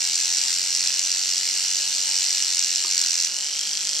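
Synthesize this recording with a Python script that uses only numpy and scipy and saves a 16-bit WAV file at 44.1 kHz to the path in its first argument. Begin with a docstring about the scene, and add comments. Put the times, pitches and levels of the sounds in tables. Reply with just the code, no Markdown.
"""Electric toothbrush on teeth

A brush rattles close to two small microphones in a quiet living room. Its drive knocks several times in
each of about 45 strokes a second, and these impacts excite the resonances of the brush. Pressing slows it
and makes it knock harder; near the end it is eased off and runs faster and lighter. A whine pulses with
the strokes, the mouth pops once, and something like a small fan hums behind, with soft air and hiss."""
import sys
import numpy as np
from scipy import signal
from scipy.fft import rfft, irfft
from scipy.io import wavfile
from scipy.ndimage import uniform_filter1d, map_coordinates

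SR = 44100
rng = np.random.default_rng(int(sys.argv[2]) if len(sys.argv) > 2 else 0)


def log_audio(samples):
    """Write samples as a 16-bit WAV file to the path given in sys.argv[1]."""
    # one column per channel
    frames = np.atleast_2d(samples).T
    # limit to full scale, then quantise
    limited = np.clip(frames, -1, 1)
    pcm = np.round(limited * 32767).astype(np.int16)
    wavfile.write(sys.argv[1], SR, pcm)


N = 176400

# Speed of the drive. Each row: time in seconds, stroke rate in Hz.
STROKE_RATE = [(0.0, 44.17), (0.2, 43.79), (0.5, 44.5), (0.6, 45.1), (0.95, 45.14), (1.3, 45.66),
               (1.65, 46.58), (2.3, 46.42), (2.5, 44.93), (2.65, 44.35), (2.85, 45.74), (3.0, 43.51),
               (3.26, 42.55), (3.33, 44.66), (3.45, 48.5), (3.62, 49.93), (4.0, 50.6)]
# Resonances of the brush. Each row: frequency in Hz, relative gain in dB at the left, then the right.
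BRUSH_RESPONSE = [(100, -65, -43), (297, -37, -35), (1160, -31.5, -33), (1547, -21, -20),
                  (2850, -11.5, -11), (3120, -15, -15.5), (3860, -12, -11), (4260, -4, -4.5),
                  (5030, -7.5, -2.5), (5826, -3, 1.86), (6660, -7.5, -8), (7380, 0, -11.5),
                  (8330, -11.5, -22), (10500, -25, -37.5), (14000, -28.5, -44)]
BRUSH_DB, LEFT_LAG_S = 9, .000022
NEAR_DB, NEAR_T60_S, ROOM_DB, ROOM_T60_S = -20, 0.025, -14.5, 0.1


def toothbrush(t):
    """Source and filter: rattle and whine ring the brush and reflect off the face and the room."""
    turns = np.cumsum(curve(STROKE_RATE, t)) / SR  # one turn is one stroke
    drive = rattle(t, turns) + whine(t, turns)
    mid = drive.mean(axis=0)
    left, right = drive + undb(NEAR_DB) * echoes(mid, NEAR_T60_S) + undb(ROOM_DB) * echoes(mid, ROOM_T60_S)
    left = map_coordinates(left, [(t - LEFT_LAG_S) * SR], mode="nearest")
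    hz, left_db, right_db = np.array(BRUSH_RESPONSE).T
    return np.array([colour(left, hz, left_db), colour(right, hz, right_db)]) * undb(BRUSH_DB)


# Strength of the rattle. Each row: time in seconds, relative level in dB.
RATTLE_SWELL = [(0, 0.5), (.75, 0), (1.25, -0.2), (2.05, -0.04), (2.2, 1), (2.6, 0), (2.87, -0.6),
                (3.0, -0.1), (3.25, -1), (3.55, -.5), (4, 1)]
# Rattle reaching each microphone by its own path. Each row: frequency in Hz, gain in dB.
SCATTER_SPECTRUM = [(500, -16), (2000, -19), (3500, -1), (5000, -7.5), (7000, -10.5), (9000, 1),
                    (12000, -0.5)]
KNOCK_DB, KNOCK_S, SCRUB_DB, SCRUB_S, BRISTLE_DB = -4, 0.00024, -27.5, 0.0013, -30.5


def rattle(t, turns):
    """Incoherent sources add in energy: brief contacts and scrubbing bristles shape noise; snaps top it."""
    hits = knocks(t, turns)
    contact = decay(decay(hits, KNOCK_S), KNOCK_S) * (undb(KNOCK_DB) / (KNOCK_S * SR)) ** 2
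    bristles = decay(hits, SCRUB_S) * undb(SCRUB_DB) ** 2 + undb(BRISTLE_DB) ** 2
    force = undb(curve(RATTLE_SWELL, t)) * np.sqrt(contact + easing_gain(t) ** 2 * bristles)
    paths = force * rng.standard_normal((2, N))
    scattered = np.array([colour(path, *np.array(SCATTER_SPECTRUM).T) for path in paths])
    return snaps() + force * grit(t, turns) + scattered


# Load on the teeth. Each row: time in seconds, pressure (0 eased off, 1 normal, 2 hard).
TOOTH_PRESSURE = [(0, 1), (2.87, 1), (2.95, 2), (3.268, 2), (3.288, 0), (4, 0)]
# Impacts within one stroke. Each row: place, advance under hard pressure and timing scatter, all in
# turns, then relative level in dB when eased off, normal and hard.
STROKE_KNOCKS = [(0.193, .035, 0.0065, -5.5, -2.5, 3), (0.265, 0.06, 0.0087, -13, 1.5, 0.5),
                 (.305, .035, 0.018, -6, 0.5, 1.5), (.365, 0.049, 0.006, -5.5, 0.5, -4),
                 (0.397, 0.026, 0.012, -9, -9.5, -10), (0.519, 0.027, 0.049, -23, -45, -7),
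                 (0.595, 0.022, 0.0054, -31, -1.5, -5), (0.676, 0.013, 0.006, -1, -5.5, -1),
                 (.725, .01, 0.023, -9, -4, 5), (0.779, 0.0012, 0.0084, -30, 0, 0.5),
                 (.84, .03, 0.017, -22, -2, -1), (0.898, 0.059, .01, -1, 2, 1),
                 (0.961, 0.057, 0.022, -1.5, -4, -9)]


def knocks(t, turns, count=200, spread_db=1.2):
    """Periodic impacts, as impulses of energy: pressure sets their force and pulls them earlier."""
    stroke, energy = np.arange(count), 0
    for place, advance, scatter, *levels in STROKE_KNOCKS:
        late, force = unit(uniform_filter1d(rng.standard_normal((count, 2)), size=3, axis=0)).T
        pressure = curve(TOOTH_PRESSURE, np.interp(stroke + place, turns, t))
        hit_turns = stroke + place - advance * np.maximum(pressure - 1, 0) + scatter * late
        when = np.interp(hit_turns, turns, t, right=2 * t[-1])
        db = np.interp(pressure, np.arange(len(levels)), levels) + spread_db * np.minimum(force, 1)
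        energy = energy + clicks(when, undb(db) ** 2)
    return energy


def grit(t, turns, count=220, size=1000, likeness=.58, slip_s=.000025):
    """Roughness noise is correlated from stroke to stroke, as each rubs over nearly the same track."""
    roughness = rng.standard_normal((count, size))
    track = signal.lfilter([np.sqrt(1 - likeness ** 2)], [1, -likeness], roughness, axis=0)
    place = np.interp(t + slip_s * drift(210), t, turns) + 2
    return unit(map_coordinates(track.ravel(), [place * size], mode="wrap"))


def easing_gain(t, eased_db=-0.5):
    """Friction noise falls with load: this gain dips slightly when the brush is eased off."""
    return undb(eased_db * np.maximum(1 - curve(TOOTH_PRESSURE, t), 0))


# Hard strikes of the head on a tooth. Each row: time in seconds, relative level in dB.
TOOTH_SNAPS = [(.157, -5), (0.385, -3), (0.4818, -9), (0.7502, -2.5), (.808, -5), (.8743, -3), (.994, -1.5),
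               (1.1173, -4.5), (1.3809, -3), (2.307, -9), (2.349, -10), (2.4241, -5), (2.5474, -5),
               (2.5703, -5), (2.5936, -0.5), (2.6391, -7), (2.646, -5), (2.759, -3.5), (2.9117, -3.5),
               (2.9795, -2), (3.0152, -3.5), (3.1322, -8), (3.2492, -3.5), (3.3675, -10.5), (3.3871, -9),
               (3.5615, -13), (3.5922, -8), (3.6121, -7), (3.633, -10.5), (3.7325, -9), (3.7525, -11),
               (3.7725, -8), (3.872, -7), (3.887, -9), (3.8925, -6), (3.9325, -11), (3.992, -9)]
# Spectrum of a strike. Each row: frequency in Hz, gain in dB.
SNAP_SPECTRUM = [(1000, -6), (2500, -9), (5000, 4), (8000, 3), (10500, 5), (13000, -8)]


def snaps(gain_db=6.5):
    """A short impact has a broad spectrum: the head snaps against a tooth, clean and bright."""
    when, db = np.array(TOOTH_SNAPS).T
    return colour(clicks(when, undb(db + gain_db)), *np.array(SNAP_SPECTRUM).T)


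# Strength of the whine. Each row: time in seconds, relative level in dB.
WHINE_ENVELOPE = [(0, -6), (.7, -2), (1.3, -1), (1.6, 1.5), (2.1, 2), (2.4, -3), (2.65, 1), (3.1, -4),
                  (3.5, 2.5), (4, 2.5)]
# Swells within one stroke. Each row: lead over the main swell in turns, relative level in dB.
WHINE_SWELLS = [(0, 0.5), (.24, -9)]
SWELL_EASED, SWELL_PRESSED = (0.15, 0.078), (0.493, 0.049)  # main swell's place and width in turns
WHINE_ORDER, WHINE_DB, WHINE_SPREAD_DB = 64, -26.5, 1.7
WHINE_JITTER_RAD, WHINE_DRIFT_RAD = .6, 1.8


def whine(t, turns):
    """Amplitude modulation: a harmonic of the stroke rate, probably from gears, swells twice a stroke."""
    pressure = np.minimum(curve(TOOTH_PRESSURE, t), 1)
    place, width = (a + (b - a) * pressure for a, b in zip(SWELL_EASED, SWELL_PRESSED))
    sound = 0
    for lead, db in WHINE_SWELLS:
        from_peak = (turns - place + lead + .5) % 1 - .5
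        swell = np.exp(-.5 * (from_peak / width) ** 2)
        phase = 2 * np.pi * WHINE_ORDER * turns + WHINE_JITTER_RAD * drift(640) + WHINE_DRIFT_RAD * drift(7)
        sound = sound + undb(db + WHINE_SPREAD_DB * drift(27)) * swell * np.sin(phase)
    return undb(WHINE_DB + curve(WHINE_ENVELOPE, t)) * sound


def echoes(x, t60):
    """Diffuse reflections decay exponentially and differ at each microphone."""
    t = np.arange(SR // 2) / SR
    tail = rng.standard_normal((2, len(t))) * np.exp(-np.log(1000) * t / t60) * (t > .001)
    tail /= np.sqrt(np.sum(tail ** 2, axis=1, keepdims=True))
    return signal.fftconvolve(x[None], tail, axes=1)[:, :N]


# Modes of a pocket of foam. Each row: frequency in Hz, level in dB, time to fall 60 dB in seconds.
POP_MODES = [(359, -40, 0.08), (980, -26.5, 0.027), (1163, -26, 0.025), (1213, -37, 0.11)]


def mouth_pop(t, start_s=2.8455, attack_s=0.0029):
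    """Cavity resonance: a small pocket of foam opens and rings in damped modes."""
    age = np.maximum(t - start_s, 0)
    attack = 1 - np.exp(-(age / attack_s) ** 2)
    return attack * sum(undb(db) * np.sin(2 * np.pi * hz * age) * np.exp(-np.log(1000) * age / t60)
                        for hz, db, t60 in POP_MODES)


# Steady partials of the hum. Each row: frequency in Hz, level in dB, depth of waver from 0 to 1.
STEADY_PARTIALS = [(195, -66.5, 0.2), (293.6, -73.5, 0.75), (392.5, -73, 0.8), (515, -73.5, 0.35),
                   (786, -69, 0.34), (944, -69.5, 0.64), (1324, -63.5, 0.1), (1447, -66, .6)]
# Partials that swell and fade. Each row: frequency in Hz, then pairs of time in seconds and level in dB.
SWELLING_PARTIALS = [(583, [(0, -65.5), (.72, -71), (.86, -63), (1.15, -65.5), (1.5, -69), (1.69, -64),
                     (1.74, -71), (1.8, -52), (1.86, -62.5), (2.1, -65), (2.3, -72), (3.1, -67),
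                     (3.23, -69), (3.4, -59.5), (3.74, -72), (3.83, -61.5), (4, -61)]), (885, [(0, -60),
                     (.16, -63), (.25, -60), (.42, -58.5), (.6, -63), (1.05, -67), (1.3, -74), (1.78, -64),
                     (1.89, -55), (1.97, -70), (2.09, -51.5), (2.2, -67), (3.5, -67), (4, -66)])]


def hum(t):
    """A line spectrum like that of a small fan; two of its partials swell and fade."""
    steady = sum(hum_partial(t, *row) for row in STEADY_PARTIALS)
    swelling = sum(hum_partial(t, hz, curve(levels, t), waver=0.37) for hz, levels in SWELLING_PARTIALS)
    return steady + swelling


def hum_partial(t, hz, db, waver, waver_hz=10.4):
    """Random modulation of amplitude and phase makes a tone waver."""
    wobble = 1 + waver * (drift(waver_hz) + 1j * drift(waver_hz))
    return undb(db) * np.sqrt(2) * np.real(wobble * np.exp(2j * np.pi * hz * t))


# Ambient noise of the room. 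Each row: frequency in Hz, relative spectral density in dB.
AIR_SPECTRUM = [(25, -13), (70, -21), (125, -17.5), (170, -6), (215, -2.5), (255, -6.5), (300, -2.5),
                (450, -5.5), (900, -1.5), (2000, -1), (8000, -36)]


def room_air(mid_db=-53, side_ratio_db=-7.5):
    """Partly coherent noise: one part is common to both microphones, a weaker one is in antiphase."""
    mid, side = (noise(AIR_SPECTRUM, size=8192) for _ in range(2))
    return undb(mid_db) * (mid + undb(side_ratio_db) * np.array([side, -side]))


# Treble hiss. Each row: frequency in Hz, relative spectral density in dB.
HISS_SPECTRUM = [(100, -20), (5000, -8), (9000, -5), (14000, 6)]


def hiss(t, left_db=-56, right_db=-78):
    """Faint uncorrelated noise, mostly on the left, which dips as the brush is eased off."""
    return easing_gain(t) * np.array([undb(db) * noise(HISS_SPECTRUM) for db in (left_db, right_db)])


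def undb(db):
    """Amplitude ratio of a level in dB."""
    return 10 ** (np.asarray(db) / 20)


def unit(x):
    """Signal scaled to an RMS of 1."""
    return x / np.sqrt(np.mean(x ** 2))


def curve(rows, t):
    """Linear interpolation between rows of time and value."""
    return np.interp(t, *np.array(rows).T)


def colour(x, hz, db, size=1024):
    """Minimum-phase filter with the given spectrum, made causal by folding the cepstrum."""
    bins_hz = np.maximum(np.arange(size // 2 + 1) * SR / size, 1)
    gain = undb(np.interp(np.log(bins_hz), np.log(hz), db))
    cepstrum = irfft(np.log(gain))
    cepstrum[1:size // 2] *= 2
    cepstrum[size // 2 + 1:] = 0
    return signal.fftconvolve(x, irfft(np.exp(rfft(cepstrum))))[:N]


def noise(spectrum, size=1024):
    """Filtered white noise with an RMS of 1."""
    return unit(colour(rng.standard_normal(N), *np.array(spectrum).T, size=size))


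def clicks(times, sizes):
    """Impulses at the given times."""
    return np.bincount(np.maximum(times * SR, 0).astype(int), sizes, N)[:N]


def decay(x, seconds):
    """Exponential fade after every impulse."""
    return signal.lfilter([1], [1, -np.exp(-1 / (seconds * SR))], x)


def drift(hz):
    """Smooth random motion with an RMS of 1."""
    span = int(SR / hz)
    smoothed = uniform_filter1d(rng.standard_normal(N), span, mode="wrap")
    return unit(uniform_filter1d(smoothed, span, mode="wrap"))


def scene():
    """Superposition: the sources add at the two microphones."""
    t = np.arange(N) / SR
    return toothbrush(t) + mouth_pop(t) + hum(t) + room_air() + hiss(t)


def record(dry, cutoff_hz=14100):
    """Band limiting: a steep low-pass filter cuts the top of the treble."""
    return signal.sosfilt(signal.ellip(8, .2, 70, cutoff_hz, fs=SR, output="sos"), dry)


dry = scene()
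out = record(dry)
log_audio(out)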